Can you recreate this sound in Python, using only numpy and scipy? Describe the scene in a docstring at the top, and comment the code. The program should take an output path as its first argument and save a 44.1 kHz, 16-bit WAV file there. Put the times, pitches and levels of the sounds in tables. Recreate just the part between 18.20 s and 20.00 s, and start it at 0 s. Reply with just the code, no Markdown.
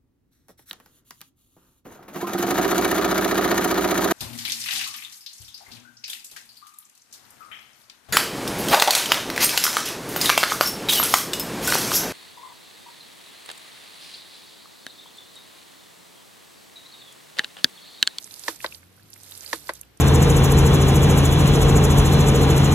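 """A hydraulic ram pump works outdoors, a little to the right, about one stroke a second.
Water gushes ever harder from the waste valve until it slams shut and the iron rings.
The water column recoils with a second, duller knock; the spray falls and dribbles away.
A soft low bump sounds in the lull, then the gush builds to the next slam and recoil.
Underneath, in the open air, a faint low hum rises and sinks."""
import sys
import numpy as np
from scipy import signal
from scipy.fft import rfft, irfft
from scipy.io import wavfile

SR = 44100
rng = np.random.default_rng(int(sys.argv[2]) if len(sys.argv) > 2 else 0)


def master(y):
    """Save y as 16-bit WAV."""
    cut = np.clip(np.atleast_2d(y).T, -1, 1)
    pcm = np.round(cut * 32767)  # scale
    wavfile.write(sys.argv[1], SR, pcm.astype(np.int16))


N = 79380
T = np.arange(N) / SR
LEFT_LAG_S = .00008   # the pump reaches the left ear later

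# The valve shuts. Each row: start in seconds, level in dB.
SLAM_HITS = [(.2811, 0), (1.3296, -0.4)]
# Ring of valve and pipe. Each row: pitch in Hz, level in dB, t60 in seconds, left over right in dB.
VALVE_RING = [(291, -49.5, 0.34, 6), (324, -27, 0.075, 2), (465.5, -24, 0.037, -2.5), (594, -30, 0.019, -1),
              (896.5, -17, 0.019, -1), (1070, -17.5, .024, -2), (1485, -24, 0.039, 3),
              (1800, -13.5, 0.017, -3.5), (2293, -28, 0.021, 4), (2500, -45, .02, 1),
              (3500, -35.5, 0.075, -32), (3866, -27, .028, -20), (4400, -27.5, 0.051, -19),
              (4826, -28, 0.016, -25)]
# Colour of the slam's crack and tail. Each row: frequency in Hz, level in dB.
SLAM_EQ = [(150, -26), (300, 2), (700, 2.5), (1000, 3.5), (1900, 0), (2900, -8.5), (4300, -4), (6500, -8),
           (9000, -16), (12000, -13.5), (14500, -33)]
def valve_slams():
    """The rushing water drags the waste valve shut against its seat."""
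    return knocks(SLAM_HITS, VALVE_RING, SLAM_EQ,
                  crack_db=-16, crack_t60=0.036, tail_db=-26, tail_t60=0.08)


# The answering knocks. Each row: start in seconds, level in dB.
RECOIL_HITS = [(.4437, 0.5), (1.4919, 0.5)]
# Ring of the pump body. Each row: pitch in Hz, level in dB, t60 in seconds, left over right in dB.
BODY_RING = [(349.7, -32, 0.0515, 0.5), (407, -33, 0.038, 1), (548, -22, 0.035, -3),
             (595.2, -17.5, 0.03, 2.5), (860, -24, 0.036, 2), (1040, -17.5, 0.02, 1),
             (1190, -33.5, 0.041, -6), (1523, -22, 0.027, -5), (1945, -30.5, 0.036, -3),
             (2170, -25.5, 0.014, 9), (4100, -35, 0.018, 2), (4770, -37.5, 0.06, -27)]
# Colour of the recoil's crack and tail. Each row: frequency in Hz, level in dB.
RECOIL_EQ = [(150, -27), (330, 0.5), (1000, 3.5), (2000, 0), (3000, -9.5), (4400, -8.5), (6500, -21),
             (11000, -15.5), (14500, -37)]
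def column_recoils():
    """The stopped water column springs back and knocks the pump body."""
    return knocks(RECOIL_HITS, BODY_RING, RECOIL_EQ,
                  crack_db=-18, crack_t60=0.029, tail_db=-30, tail_t60=0.092)


def knocks(hits, modes, colour, crack_db, crack_t60, tail_db, tail_t60):
    """Water-damped iron cracks and rings, and a short splash of water trails it; all hits sound alike."""
    crack = from_db(crack_db) * noise(colour) * burst(T, rise_s=0.0008, t60=crack_t60)
    tail = from_db(tail_db) * noise(colour) * burst(T, rise_s=0.0028, t60=tail_t60)
    knock = low_cut(crack, hz=990, order=2) + tail   # the ring carries the low end
    size, rise_cycles = SR // 4, 0.78
    age = T[:size] - np.array([[LEFT_LAG_S], [0]])
    for k, (hz, mode_db, t60, pan_db) in enumerate(modes):
        mode_age = age - 0.00396 / (1 + (hz / 701.4) ** 6)   # low modes speak a few ms late
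        tone = np.sin(2 * np.pi * hz * mode_age) * burst(mode_age, rise_cycles / hz, t60)
        polarity = (-1) ** (k // 2)
        knock[:, :size] += polarity * from_db(mode_db) * panned(pan_db) * tone
    return sum(from_db(db) * np.pad(knock, ((0, 0), (int(s * SR), 0)))[:, :N] for s, db in hits)


# The fader ride of the gushing water. Each row: time in seconds, level in dB.
FLOW_RIDE = [(0, -49), (.095, -49), (.125, -45), (.21, -46.5), (.27, -38.5), (.31, -38), (.345, -46.5),
             (.385, -51), (.435, -42), (.495, -50.5), (.55, -47), (.57, -54.5), (.68, -67), (.87, -60),
             (.98, -55), (1.04, -49.5), (1.11, -46.5), (1.25, -45), (1.32, -40.5), (1.358, -39.5),
             (1.39, -47.5), (1.45, -49.5), (1.485, -41), (1.52, -59), (1.55, -48), (1.59, -54.5),
             (1.66, -64.5), (1.8, -112)]
def gush():
    """Water leaves the valve as hiss, fizz and plinks, all swelling with the flow."""
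    flow_db, = in_time(FLOW_RIDE)
    fizz = droplets(flow_db, lo_hz=1500, hi_hz=14100, per_s=830, cycles=13.7, spread_db=5.5, trim_db=-5)
    plinks = droplets(flow_db, lo_hz=3176, hi_hz=11000, per_s=210, cycles=27, spread_db=3, trim_db=-5.5)
    return spray(flow_db, trim_db=-1.5, flicker_db=1.57) + fizz + plinks


# Colour of the spray and its droplets. Each row: frequency in Hz, level in dB.
SPRAY_EQ = [(150, -14), (400, 1), (900, -3.5), (1600, -3.5), (2900, -3.5), (4400, 1.5), (6000, -0.5),
            (8000, 0), (10500, 0), (13000, 4), (15000, -15)]
def spray(flow_db, trim_db, flicker_db):
    """The sheet of water hisses and flutters as it breaks up."""
    return from_db(trim_db + flow_db + flicker_db * drift(per_s=170)) * noise(SPRAY_EQ)


def droplets(flow_db, lo_hz, hi_hz, per_s, cycles, spread_db, trim_db):
    """Tiny impacts and bubbles ring briefly; more flow brings more and bigger ones."""
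    density_db = 0.64 * (flow_db - flow_db.mean())   # per_s holds at the average flow level
    born = rng.random(N) < per_s * from_db(density_db) / SR
    sizes = born * from_db(spread_db * np.minimum(rng.exponential(1, N), 2)) * rng.choice([-1, 1], N)
    pitches = np.geomspace(lo_hz, hi_hz, 36)
    pitch_index = rng.choice(len(pitches), N, p=pitches / pitches.sum())
    stereo_scatter = 1 + .5 * rng.standard_normal((2, N))
    out = np.zeros((2, N))
    for k, hz in enumerate(pitches):
        clicks = sizes * stereo_scatter * (pitch_index == k) * hz ** 1.5 * from_db(at_hz(SPRAY_EQ, hz))
        bubbles = ring(clicks, hz, t60=cycles / hz)
        softened = ring(bubbles, hz, t60=0.23 * cycles / hz)   # rounds off the attack
        out += panned(at_hz(PUMP_PAN, hz)) * softened
    out[0] = np.interp(T - LEFT_LAG_S, T, out[0])
    levelled = rms_one(out / from_db(density_db / 2))   # leaves the loudness to the flow
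    return from_db(trim_db + flow_db) * levelled


# Big drops and slaps. Each row: start in seconds, level in dB, starting pitch in Hz, splash trim in dB.
BIG_DROPS = [(0.0258, -35.5, 5800, -0.5), (0.0426, -25.5, 7440, -5.5), (0.075, -45.5, 1500, 2.5),
             (0.1094, -36.5, 3870, -2), (.1400, -28, 4780, -4.5), (.1402, -31.5, 10300, -1),
             (0.194, -33.5, 7500, 5.5), (0.2368, -26, 4860, -5.5), (0.3594, -31.5, 7570, -8.5),
             (0.4041, -29, 2410, -9.5), (0.413, -36, 3900, 0), (0.4621, -18.5, 3610, -7),
             (0.484, -39, 10200, -18), (0.5234, -25, 2410, -12), (0.5468, -26.5, 4400, -5.5),
             (0.583, -41, 12900, -8), (0.6303, -41.5, 1620, -1), (.681, -55, 12300, -2),
             (0.778, -43.5, 1313, -15), (0.796, -43.5, 1490, -17), (.840, -54, 4270, -21),
             (.9028, -34.5, 11060, -9), (0.932, -32.5, 4670, -1.5), (0.9374, -39.5, 8400, 6),
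             (.961, -41.5, 1940, -2.5), (0.977, -36, 11600, -14), (1.033, -33.5, 7870, -4),
             (1.1105, -32, 10600, 0.5), (1.121, -25.5, 3510, -23), (1.152, -29, 4500, -10),
             (1.176, -26.5, 9430, -5), (1.2073, -27.5, 6470, -5), (1.244, -35.5, 1800, -4),
             (1.2472, -33, 11000, 1.5), (1.262, -22, 4330, -22), (1.276, -30.5, 4400, -6),
             (1.2932, -30, 4400, -17), (1.471, -29.5, 4480, -15), (1.5355, -31, 9060, 4),
             (1.5531, -35.5, 6000, -1.5), (1.6117, -29.5, 9470, 3), (1.6317, -43, 2500, -1),
             (1.7728, -37.5, 7560, -6.5)]
def big_drops(rise_s=0.00039, glide_per_s=43.7, splash_width_oct=0.49):
    """A big drop splashes and traps a bubble whose short note glides upwards."""
    out, size = np.zeros((2, N)), SR // 20
    t, octaves = T[:size], np.log2(1 + np.fft.rfftfreq(size, 1 / SR))
    age = t - np.array([[LEFT_LAG_S], [0]])
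    for s, db, hz, splash_db in BIG_DROPS:
        phase = 2 * np.pi * hz * age * (1 + glide_per_s * age / 2)
        note = np.sin(phase) * burst(age, rise_s, t60=.012)
        band = 1 / np.sqrt(1 + ((octaves - np.log2(hz)) / splash_width_oct) ** 6)
        hiss = rms_one(irfft(rfft(rng.standard_normal((2, size))) * band, size))
        splash = from_db(splash_db) * hiss * burst(t, rise_s, t60=0.016)
        drop = from_db(db) * panned(at_hz(PUMP_PAN, hz)) * (note + splash)
        start = int(s * SR)
        out[:, start:start + size] += drop[:, :N - start]
    return out


def bump(start_s=.835, hz=155, db=-49):
    """One soft, low bump in the lull."""
    age = T - start_s
    return from_db(db) * np.sin(2 * np.pi * hz * age) * burst(age, rise_s=0.0085, t60=0.15)


# The hum's path. Each row: time in seconds, pitch in Hz, level in dB, level of its octave in dB.
HUM_RIDE = [(0, 60.6, -76, -84), (.15, 50.9, -86, -73), (.3, 56.6, -85, -72), (.384, 61.5, -71, -67),
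            (.464, 69.9, -65, -66), (.61, 86.5, -58, -77), (.75, 96.8, -61, -85), (.868, 104.5, -61, -99),
            (1.172, 92.6, -61.5, -85), (1.398, 74.35, -63, -71), (1.56, 64.63, -61, -68),
            (1.72, 62.6, -63, -69), (1.8, 62, -72, -88)]
def hum(waver_db=4.0):
    """A faint low tone with a wavering octave, perhaps a far engine."""
    hz, db, octave_db = in_time(HUM_RIDE)
    phase = 2 * np.pi * np.cumsum(hz) / SR
    octave = from_db(octave_db + waver_db * drift(per_s=20)) * np.sin(2 * phase)
    return np.sqrt(2) * panned(1.5) * (from_db(db) * np.sin(phase) + octave)


# Colour of the outdoor bed. Each row: frequency in Hz, level in dB.
AIR_EQ = [(25, -18), (50, -6.5), (90, 0), (170, -0.5), (300, -2.5), (700, -11), (1500, -12.5), (4000, -16),
          (9000, -25), (15000, -18.5)]
def open_air(db=-56.5):
    """A steady, dark wash from all around."""
    return from_db(db) * noise(AIR_EQ, at_pump=False)


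# Where the pump sits. Each row: frequency in Hz, left over right in dB.
PUMP_PAN = [(300, 1.5), (1200, -3), (2400, 4), (4200, -7), (8000, -5.5), (12500, -14.5)]
# Stereo width of the noise. Each row: frequency in Hz, correlation of left and right.
CORRELATION = [(60, 0.41), (500, 0.31), (1200, 0.29), (2500, 0.23), (5000, 0.1), (12000, 0.035)]
def noise(colour, at_pump=True):
    """Coloured stereo noise of unit power, wider in the treble, at the pump or all around."""
    hz = np.fft.rfftfreq(N, 1 / SR)
    mid, side = rfft(rng.standard_normal((2, N)))
    alike = at_hz(CORRELATION, hz)
    stereo = np.sqrt(1 + alike) * mid + np.sqrt(1 - alike) * side * [[1], [-1]]
    pan = panned(at_hz(PUMP_PAN, hz) * at_pump)
    return rms_one(irfft(stereo * from_db(at_hz(colour, hz)) * pan, N))


def ring(clicks, hz, t60):
    """Each click sets a sine ringing."""
    r, w = np.exp(-np.log(1000) / (t60 * SR)), 2 * np.pi * hz / SR
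    return signal.lfilter([0, np.sin(w)], [1, -2 * r * np.cos(w), r * r], clicks + 1e-18)


def burst(age, rise_s, t60):
    """Quick attack, then a decay of 60 dB in t60 seconds; silent before age 0."""
    age = np.maximum(age, 0)
    return (1 - np.exp(-age / rise_s)) * np.exp(-np.minimum(np.log(1000) * age / t60, 20))


def drift(per_s):
    """A random wobble of unit power."""
    knots = rng.standard_normal(2000)
    return rms_one(np.interp(T * per_s, np.arange(len(knots)), knots))


def low_cut(x, hz, order):
    """Roll off the lows."""
    return signal.sosfilt(signal.butter(order, hz, "high", fs=SR, output="sos"), x)


def panned(pan_db):
    """Left and right gains of constant power."""
    gains = from_db(np.array([[1], [-1]]) * pan_db / 2)
    return gains / np.sqrt(np.mean(gains ** 2, axis=0))


def in_time(rows):
    """The columns of a ride at every sample."""
    s, *columns = np.transpose(rows)
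    return [np.interp(T, s, c) for c in columns]


def at_hz(points, hz):
    """Read a curve on a log-frequency axis."""
    f, value = np.transpose(points)
    return np.interp(np.log(np.maximum(hz, 1)), np.log(f), value)


def from_db(db):
    """Decibels to gain."""
    return 10 ** (np.asarray(db) / 20)


def rms_one(x):
    """Scale to unit power."""
    return x / np.sqrt(np.mean(x ** 2) + 1e-20)


def scene():
    """Knocks and water at the pump; bump, hum and open air around it."""
    pump = valve_slams() + column_recoils() + gush() + big_drops()
    pump = low_cut(pump, hz=223, order=4)   # the small pump gives off no deep bass
    return pump + bump() + hum() + open_air()


def record(dry):
    """A steep high cut at 14.4 kHz."""
    return signal.sosfilt(signal.ellip(10, .2, 80, 14400, fs=SR, output="sos"), dry)


dry = scene()
out = record(dry)
master(out)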